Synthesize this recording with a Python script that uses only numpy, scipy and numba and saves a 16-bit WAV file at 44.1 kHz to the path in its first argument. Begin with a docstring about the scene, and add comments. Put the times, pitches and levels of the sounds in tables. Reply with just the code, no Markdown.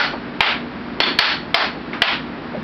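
"""An air hockey puck knocks against mallets and rails in a hard-walled room. Each impact is a short
crack that excites the damped modes of puck and table; wall reflections and reverberation follow.
Light taps and dull bumps join in, over the air noise and motor hum of the table's blower.
Loud knocks overload a small recorder for a few milliseconds; its gain drops and then creeps back,
so the echo seems to hang before it falls away."""
import sys
import numpy as np
from scipy import signal
from scipy.fft import rfft, irfft
from scipy.io import wavfile
from scipy.ndimage import uniform_filter1d
from numba import njit

SR = 44100
rng = np.random.default_rng(int(sys.argv[2]) if len(sys.argv) > 2 else 0)


def int16_out(signal):
    """Quantize to a 16-bit WAV file."""
    q = np.round(np.clip(np.atleast_2d(signal).T, -1, 1) * 32767)
    wavfile.write(sys.argv[1], SR, q.astype(np.int16))


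N = 115983


def impact(crack_t60, main_hz, main_db):
    """Impulse excitation: a brief contact radiates a noise crack and sets damped modes ringing."""
    # Modes of puck and table. Each row: frequency in Hz, relative level in dB, T60 in seconds.
    mode_table = [(410, -5, 0.093), (682, -3, 0.072), (875, -1.5, 0.034), (1327, -8.5, 0.082),
                  (1660, -6, 0.019), (2027, 1, 0.055), (2380, 1.5, 0.033), (2936, -4, 0.057),
                  (3207, 7.5, .025), (3915, -4, 0.025), (4455, 3, .025), (4770, -2.5, 0.016)]
    modes_db, crack_db = 5.5, 10
    modes = 0
    for hz, db, t60 in mode_table:
        amplitude = undb(db + 2 * rng.standard_normal()) * rng.choice([-1, 1])
        modes += amplitude * ring(hz * (1 + 0.013 * rng.standard_normal()), t60)
    body = undb(modes_db) * modes / np.sqrt(len(mode_table)) + undb(main_db) * ring(main_hz, t60=0.021)
    crack = undb(crack_db) * rng.standard_normal(N) * fade(crack_t60)
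    return (body + crack) * swell(seconds=.0012)


def knock(impact_db, crack_t60, main_hz, main_db, echo_s, plastic_db, *tint_db):
    """Superposition: direct sound, reflections, reverberation and ringing plastic add to one knock."""
    # Spectral envelope of all knocks. Each row: frequency in Hz, gain in dB.
    envelope = [(50, -40.5), (150, -24.5), (300, -7), (500, -5), (850, -0.5), (1500, -2.5), (2300, -2.5),
                (3200, -2.5), (3850, -4.5), (4500, -4), (5500, -10.5)]
    # Frequencies in Hz at which a knock's own tint is given.
    tint_hz = [300, 800, 1600, 3000, 4600]
    room_db, far_wall_db, far_wall_s = 5.5, -5.5, .053
    direct = undb(impact_db) * impact(crack_t60, main_hz, main_db)
    echoes = reflections(direct, echo_s)
    room = undb(room_db) * reverberation() + undb(far_wall_db) * place(reverberation(), far_wall_s)
    sound = colour(direct + echoes + room + .5 * plastic_ring(plastic_db), envelope)
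    return colour(sound, list(zip(tint_hz, tint_db)))


def plastic_ring(level_db):
    """Light damping: two high resonances of the hard plastic outlast the crack."""
    # Each row: centre in Hz, bandwidth in Hz, relative level in dB, T60 in seconds.
    bands = [(3362, 360, 0.5, 0.31), (4356, 300, 2.5, 0.34)]
    return sum(undb(level_db + db) * resonance(hz, width) * fade(t60) for hz, width, db, t60 in bands)


def tap(hz, t60, ring_db):
    """Free vibration after a light touch: one decaying mode, with a tick and some reverberation."""
    # Spectral envelope of tick and reverberation. Each row: frequency in Hz, gain in dB.
    envelope = [(100, -14), (500, -7.5), (1000, 11), (2000, 7), (3200, -1), (5000, -11)]
    tick = rng.standard_normal(N) * fade(t60=0.018)
    return undb(ring_db) * ring(hz, t60) + colour(tick + 2 * reverberation(), envelope)


def bump(hz, width_hz, rise_s, t60):
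    """Resonant response: a dull bump sets the table booming in one broad, low band."""
    return resonance(hz, width_hz) * swell(rise_s) * fade(t60)


def reflections(direct, first_s):
    """Specular reflection: a nearby surface and the walls return delayed, weaker copies."""
    near_s, near_db, first_db = .0042, -5, -8
    echoes_per_s, walls_db = 250, -17.5
    walls = (rng.random(N) < echoes_per_s / SR) * rng.choice([-1, 1], N) * fade(t60=0.3)
    early = undb(near_db) * place(direct, near_s) + undb(first_db) * place(direct, first_s)
    return early + undb(walls_db) * signal.fftconvolve(direct, walls)[:N]


def reverberation():
    """Diffuse field: dense echoes build quickly, then decay, slightly sooner in the treble."""
    # Each row: lower band edge in Hz, reverberation time T60 in seconds.
    bands = [(0, 0.28), (400, 0.26), (1200, 0.28), (2600, 0.27), (4000, 0.25)]
    spectrum = rfft(rng.standard_normal(N))
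    f = np.arange(N // 2 + 1) * SR / N
    upper_edges = [hz for hz, _ in bands[1:]] + [SR]
    tail = sum(irfft(spectrum * ((f >= low) & (f < high)), N) * fade(t60)
               for (low, t60), high in zip(bands, upper_edges))
    return tail * swell(seconds=0.0036)


def blower():
    """Fan noise: a broadband rush of air plus motor tones that waver in level and phase."""
    # Spectrum of the air. Each row: frequency in Hz, relative spectral density in dB.
    air_spectrum = [(25, -35.5), (42, -18), (62, -15), (115, -15), (170, -6.5), (250, -6.5), (340, -7.5),
                    (500, -14), (850, -15.5), (1700, -18), (3000, -27), (4500, -32.5), (5500, -37),
                    (6200, -41.5)]
    # Motor tones. Each row: frequency in Hz, rms level in dB.
    tones = [(59.5, -51.5), (120, -58), (151, -48), (204.6, -48), (240.5, -36.5), (290.7, -43)]
    air_db, waver_db, drift_rad = -30.5, 1.5, 0.23
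    t = np.arange(N) / SR
    air = colour(rng.standard_normal(N), air_spectrum)
    hum = 0
    for hz, db in tones:
        level = undb(db + waver_db * walk(rate_hz=13))
        phase = 2 * np.pi * (hz * t + rng.random()) + drift_rad * walk(rate_hz=6)
        hum += level * np.sin(phase)
    return undb(air_db) * unit(air) + np.sqrt(2) * hum


@njit
def gain_control(x):
    """Negative feedback: the gain, in dB, drops fast on peaks, overshoots by its lag and creeps back."""
    limit_db, attack_db_per_s, release_db_per_s = -7, 3296, 206
    detector_s, lag_s = 0.00089, .001
    peak_decay = np.exp(-1 / (detector_s * SR))
    gain_db = np.empty(len(x))
    target_db, db, peak = 0., 0., 0.
    for i in range(len(x)):
        peak = max(abs(x[i]) * 10 ** (db / 20), peak * peak_decay)
        if peak > 10 ** (limit_db / 20):
            target_db -= attack_db_per_s / SR
        else:
            target_db = min(target_db + release_db_per_s / SR, 0.)
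        db += (target_db - db) / (lag_s * SR)
        gain_db[i] = db
    return gain_db


def ring(hz, t60):
    """Damped harmonic oscillator: one struck mode."""
    return np.sin(2 * np.pi * hz * np.arange(N) / SR) * fade(t60)


def resonance(hz, width_hz):
    """Noise-driven resonance: a bell-shaped band of rms 1."""
    f = np.arange(N // 2 + 1) * SR / N
    return unit(irfft(rfft(rng.standard_normal(N)) / (1 + (2 * (f - hz) / width_hz) ** 2), N))


def colour(x, points):
    """Minimum-phase filter through (Hz, dB) points on a log-frequency axis."""
    size = 2 * N
    hz, db = np.array(points, float).T
    f = np.maximum(np.arange(N + 1) * SR / size, 1)
    gain = undb(np.interp(np.log(f), np.log(hz), db))
    cepstrum = irfft(np.log(gain), size)
    cepstrum[1:N] *= 2  # folding onto positive time makes the filter causal
    cepstrum[N + 1:] = 0
    return irfft(rfft(x, size) * np.exp(rfft(cepstrum)), size)[:N]


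def fade(t60):
    """Exponential decay, 60 dB down after t60 seconds."""
    return np.exp(-np.log(1000) * np.arange(N) / SR / t60)


def swell(seconds):
    """First-order rise from silence with the given time constant."""
    return 1 - np.exp(-np.arange(N) / SR / seconds)


def walk(rate_hz):
    """Low-pass fluctuation: random steps smoothed twice, at rms 1."""
    hold = int(SR / rate_hz)
    steps = rng.standard_normal(256)[np.arange(N) // hold % 256]
    return unit(uniform_filter1d(uniform_filter1d(steps, hold), hold))


def place(x, start_s):
    """Time shift; a negative start cuts off the onset."""
    shift = int(round(start_s * SR))
    delay, skip = max(shift, 0), max(-shift, 0)
    return np.pad(x, (delay, skip))[skip:][:N]


def undb(db):
    """Decibels to amplitude ratio."""
    return 10 ** (np.asarray(db) / 20)


def unit(x):
    """Normalisation to rms 1."""
    return x / np.sqrt(np.mean(x ** 2))


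def scene():
    """Linear superposition of knocks, taps, bumps and the blower in one channel."""
    # Hard knocks. Each row: start in seconds, relative level in dB, impact gain in dB, crack T60 in
    # seconds, main mode in Hz, its gain in dB, first wall echo delay in seconds, plastic ring gain
    # in dB, then five tint gains in dB from low to high frequency.
    knock_events = [(-.062, 3, 10.5, 0.034, 1420, 11.5, .02, -8.5, -4.5, 2.3, 2.5, -2.5, -0.5),
                    (0.4056, 1, 2.5, 0.016, 2937, 0.5, 0.025, -26, -2, 2.7, 5.5, 6, -2),
                    (1.0024, -6, 4, 0.028, 3190, 3.5, .033, -2.5, 9, -0.11, 5, 5, 0),
                    (1.1882, 7.5, 2, 0.013, 1714, 2, 0.034, -8.5, -6, -1, 3.5, 1, 1.5),
                    (1.5433, 1.5, 0.5, 0.076, 1465, -8.5, 0.029, -12, -2.5, 3, 3, -1.5, -0.5),
                    (2.0190, 0, 2.5, 0.03, 2938, 5, 0.015, -29, -8, 4.3, 5, 5.5, 0)]
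    # Light touches. Each row: start in seconds, gain in dB, mode in Hz, T60 in seconds, mode gain in dB.
    tap_events = [(1.0345, -21, 3500, 0.046, 20.5), (1.9323, -27.5, 2150, 0.018, 11)]
    # Dull bumps. Each row: start in seconds, gain in dB, centre and width in Hz, rise and T60 in seconds.
    bump_events = [(.125, -17, 785, 900, 0.015, 0.16), (1.025, -11.5, 309, 110, 0.016, 0.26),
                   (2.535, -17, 520, 261, 0.0099, 0.16), (2.575, -23, 246, 90, 0.0059, .25)]
    knock_db = 3
    knocks = sum(place(undb(knock_db + db) * knock(*shape), start) for start, db, *shape in knock_events)
    taps = sum(place(undb(db) * tap(*shape), start) for start, db, *shape in tap_events)
    bumps = sum(place(undb(db) * bump(*shape), start) for start, db, *shape in bump_events)
    return (knocks + taps + bumps + blower())[None]


def record(dry):
    """Compression and saturation in a narrow-band recorder: gain control, soft overload, hard clipping."""
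    band_hz, top_hz, soft_ceiling, hard_ceiling = 5492, 16200, 0.67, .72
    x = signal.sosfilt(signal.butter(6, 6500, fs=SR, output="sos"), dry[0])
    lead = SR // 20  # a mirrored lead-in, so the gain control is already acting at the start
    gain_db = gain_control(np.pad(x, (lead, 0), "reflect"))[lead:]
    x = soft_ceiling * np.tanh(x * undb(gain_db) / soft_ceiling)
    low_pass = signal.firwin(101, band_hz, window=("kaiser", 8), fs=SR)
    x = np.clip(np.convolve(x, low_pass, "same"), -hard_ceiling, hard_ceiling)
    return signal.sosfilt(signal.ellip(8, .2, 70, top_hz, fs=SR, output="sos"), x)[None]


dry = scene()
out = record(dry)
int16_out(out)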